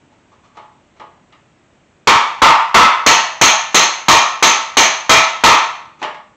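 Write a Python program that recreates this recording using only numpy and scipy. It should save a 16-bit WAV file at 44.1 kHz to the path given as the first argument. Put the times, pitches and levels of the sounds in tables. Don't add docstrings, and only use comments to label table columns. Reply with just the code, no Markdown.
import sys
import numpy as np
from scipy import signal
from scipy.fft import rfft, irfft, next_fast_len
from scipy.io import wavfile
from scipy.ndimage import uniform_filter1d

SR = 44100
rng = np.random.default_rng(int(sys.argv[2]) if len(sys.argv) > 2 else 0)


def log_audio(samples):
    frames = np.atleast_2d(samples).T
    limited = np.clip(frames, -1, 1)
    pcm = np.round(limited * 32767).astype(np.int16)
    wavfile.write(sys.argv[1], SR, pcm)


N = 280476
HIT_SAMPLES = int(.64 * SR)
HELD_DECAY, HELD_TUNE = .79, 0.94


def undb(db):
    return 10 ** (np.asarray(db) / 20)


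def unit(x):
    return x / np.sqrt(np.mean(x ** 2))


def lookup(points, hz):
    f, value = np.transpose(points)
    return np.interp(np.log(hz + 1), np.log(f), value)


def shape(x, gain):
    size = next_fast_len(len(x))
    return irfft(rfft(x, size) * gain(np.fft.rfftfreq(size, 1 / SR)), size)[:len(x)]


def coloured(points, count):
    return unit(shape(rng.standard_normal(count), lambda f: undb(lookup(points, f))))


def bell(f, hz, octaves):
    return np.exp(-.5 * (np.log2((f + 1) / hz) / octaves) ** 2)


def fade(t, t60):
    return np.exp(-np.log(1000) * t / t60)


# frequency in Hz, relative spectral density in dB.
AIR_SPECTRUM = [(15, -39), (25, -10), (80, -5.5), (109, -4), (135, -3.5), (339, -7), (373, -9.5),
                (511, -13.5), (576, -10.5), (733, -14), (2770, -21.5), (4940, -32.5), (8000, -27.5),
                (10400, -44), (17600, -120)]

def garage_air(level_db=-53):
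    return undb(level_db) * coloured(AIR_SPECTRUM, N)


# start in seconds, level in dB, thud emphasis in dB.
COVER_SLIDES = [(0.105, -60, 25), (0.309, -55.5, 14), (0.43, -52.5, 7), (0.542, -51, 3.5),
                (0.955, -54.5, 0), (5.987, -43.5, 5)]

def slides(echoes):
    for start_s, level_db, thud_db in COVER_SLIDES:
        sound = hit(echoes, boom_db=5, boom_hz=1050, clink_db=4, thud_db=thud_db, rise_s=0.019,
                    decay_scale=HELD_DECAY, tune=HELD_TUNE)
        yield start_s, undb(level_db) * sound


def contact_knock(t, start_hz=2100, end_hz=800, glide_s=.0008, peak_s=.0009):
    cycles = end_hz * t + (start_hz - end_hz) * glide_s * (1 - np.exp(-t / glide_s))
    swell = (t / peak_s) ** 2 * np.exp(1 - (t / peak_s) ** 2)
    return swell * np.sin(2 * np.pi * cycles)


def hit_colour(boom_db, boom_hz, clink_db, thud_db, scatter_db=1.76):
    spot_hz = np.linspace(500, 8000, 48)
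    ripple = np.column_stack([spot_hz, scatter_db * rng.standard_normal(len(spot_hz))])

    def colour(f):
        clink = bell(f, hz=6355, octaves=0.091) + .5 * bell(f, hz=6400, octaves=0.55)
        overload_tone = 0.48 * bell(f, hz=4130, octaves=0.042)
        boom = bell(f, hz=boom_hz, octaves=.34)
        thud = bell(f, hz=390, octaves=0.73)
        emphasis_db = boom_db * boom + clink_db * (clink + overload_tone) + thud_db * thud
        return undb(emphasis_db + lookup(ripple, f))
    return colour


# frequency in Hz, relative spectral density of the sheet's clatter in dB.
CLATTER_SPECTRUM = [(40, -41), (180, -20), (300, -11), (560, -5), (780, 0), (880, 6), (1320, 4.5),
                    (1560, -6.5), (1800, 1), (2500, -0.5), (3700, -5), (5000, -13.5), (6300, -12),
                    (8600, -27.5)]

def clatter(echoes, repeated_share=0.57):
    fresh = coloured(CLATTER_SPECTRUM, HIT_SAMPLES)
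    return np.sqrt(repeated_share) * echoes + np.sqrt(1 - repeated_share) * fresh


def echo_pattern(cluster_db=1.0, cluster_s=0.0039):
    size = int(cluster_s * SR)
    noise = rng.standard_normal(HIT_SAMPLES)
    clusters = unit(uniform_filter1d(uniform_filter1d(noise, size), size))
    return unit(coloured(CLATTER_SPECTRUM, HIT_SAMPLES) * undb(cluster_db * clusters))


# frequency in Hz, reverberation time (T60) of the garage in seconds.
REVERB_TIMES = [(150, 0.42), (800, 0.61), (2500, 0.56), (6500, 0.47)]

def reverberate(field, t, decay_scale):
    out = 0
    for band_hz, t60 in REVERB_TIMES:
        share = [(hz, float(hz == band_hz)) for hz, _ in REVERB_TIMES]
        out = out + shape(field, lambda f: lookup(share, f)) * fade(t, t60 * decay_scale)
    return out


def floor_thump(t, level_db=-10, t60=0.28):
    rumble = shape(rng.standard_normal(len(t)), lambda f: bell(f, hz=350, octaves=1.0))
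    return undb(level_db) * unit(rumble) * fade(t, t60)


# natural frequency in Hz, relative level in dB.
COVER_MODES = [(648, -5.5), (722, -4.5), (870, -7.5), (907, 1), (940, -1.5), (1000, -8.5), (1074, -1.5),
               (1140, -10), (1205, 0), (1310, 1.5), (1395, -32), (1525, -9), (1757, -7), (1875, -8),
               (1999, -12.5), (2060, -7.5), (2215, -11.5), (2290, -4), (2408, -7.5), (2778, -47.5),
               (3095, -24), (3209, -5.5), (3510, -10.5), (3850, -20), (4385, -13), (5370, -27),
               (6250, -21.5), (6330, -18)]

def cover_ring(t, colour, decay_scale, tune, scatter_db=2.0, detune=0.0019, beat_spread_hz=5.33):
    hz, db = np.transpose(COVER_MODES)
    strength, shift, split, phase, beat_phase = rng.standard_normal((len(hz), 5)).T
    gain = undb(db + scatter_db * strength) * colour(hz) / np.linalg.norm(undb(db))
    cycles = np.outer(tune * hz * (1 + detune * shift), t) + phase[:, None]
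    beats = np.outer(beat_spread_hz * split, t) + beat_phase[:, None]
    neighbour_gain, build_s = 0.63, 0.006
    waves = np.sin(2 * np.pi * cycles) + neighbour_gain * np.sin(2 * np.pi * (cycles + beats))
    waves /= np.hypot(1, neighbour_gain)
    decay = fade(t, decay_scale * lookup(REVERB_TIMES, hz)[:, None])
    return gain @ (waves * decay) * (1 - np.exp(-t / build_s))


def hit(echoes, boom_db, boom_hz, clink_db, thud_db, rise_s, decay_scale=1, tune=1,
        knock_db=0, clatter_db=0, ring_db=-1.0, crack_db=-3, crack_t60=0.06, gap_s=0.0019):
    t = np.arange(HIT_SAMPLES) / SR
    colour = hit_colour(boom_db, boom_hz, clink_db, thud_db)
    field = undb(clatter_db) * reverberate(shape(clatter(echoes), colour), t, decay_scale)
    crack = undb(crack_db) * coloured(CLATTER_SPECTRUM, HIT_SAMPLES) * fade(t, crack_t60)
    thump = floor_thump(t)
    ring = undb(ring_db) * cover_ring(t, colour, decay_scale, tune)
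    slap = np.pad(field + crack + thump + ring, (int(gap_s * SR), 0))[:HIT_SAMPLES]
    onset = np.minimum(t / rise_s, 1)
    return (undb(knock_db) * contact_knock(t) + slap) * onset


# start in seconds, level in dB, boom emphasis in dB, boom centre in Hz, thud emphasis in dB.
LIGHT_TAPS = [(0.569, -41.5, 5, 944, 17), (0.631, -61, 22, 1000, -2), (0.996, -40.5, 5.5, 1080, 18.5),
              (1.322, -47, 0, 2400, -16), (6.015, -32.5, 13.5, 870, 16.5), (6.025, -21, 2, 950, 3),
              (6.143, -41.5, 6.5, 1090, 4)]

def taps(echoes):
    for start_s, level_db, boom_db, boom_hz, thud_db in LIGHT_TAPS:
        sound = hit(echoes, boom_db, boom_hz, clink_db=-7, thud_db=thud_db, rise_s=.002,
                    decay_scale=HELD_DECAY, tune=HELD_TUNE,
                    knock_db=4, clatter_db=-1, ring_db=1.5, crack_db=1.0, crack_t60=0.086)
        yield start_s, undb(level_db) * sound


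# start in seconds, level in dB, place from 0 (toward the panel) to 1 (on the flange's edge).
HARD_BLOWS = [(2.0712, -1, .25), (2.4175, 1.5, 0.02), (2.7428, 3.5, .02), (3.0618, 0.5, 0.74),
              (3.4119, 0.5, 0.83), (3.7435, -1, 0.94), (4.0820, 2.5, 0.68), (4.4240, -1, 0.81),
              (4.7684, -1, 0.84), (5.093, 2.5, 0.63), (5.436, 3, 0.48)]

def blows(echoes):
    for start_s, level_db, place in HARD_BLOWS:
        boom_db = np.interp(place, (0, 1), (6.5, -5))
        clink_db = np.interp(place, (0, 1), (-3.5, 13))
        sound = hit(echoes, boom_db, boom_hz=1090, clink_db=clink_db, thud_db=-3.5, rise_s=0.00088)
        yield start_s, undb(level_db) * sound


def scene():
    hammering = np.zeros(N + HIT_SAMPLES)
    echoes = echo_pattern()
    for start_s, sound in (*blows(echoes), *taps(echoes), *slides(echoes)):
        start = int(start_s * SR)
        hammering[start:start + HIT_SAMPLES] += sound
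    return (hammering[:N] + garage_air())[None]


def lowpass(x, hz, order):
    return signal.sosfilt(signal.butter(order, hz, fs=SR, output="sos"), x)


def saturate(x, ceiling, hardness):
    return x / (1 + np.abs(x / ceiling) ** hardness) ** (1 / hardness)


def record(dry, band_hz=8200, coupling_hz=65, smooth_hz=8100, top_hz=15800):
    x = saturate(lowpass(dry, band_hz, order=16), ceiling=0.74, hardness=21)
    x = signal.sosfilt(signal.butter(1, coupling_hz, "high", fs=SR, output="sos"), x)
    x = saturate(lowpass(x, smooth_hz, order=10), ceiling=0.77, hardness=8.0)
    return signal.sosfiltfilt(signal.ellip(8, .1, 60, top_hz, fs=SR, output="sos"), x)


dry = scene()
out = record(dry)
log_audio(out)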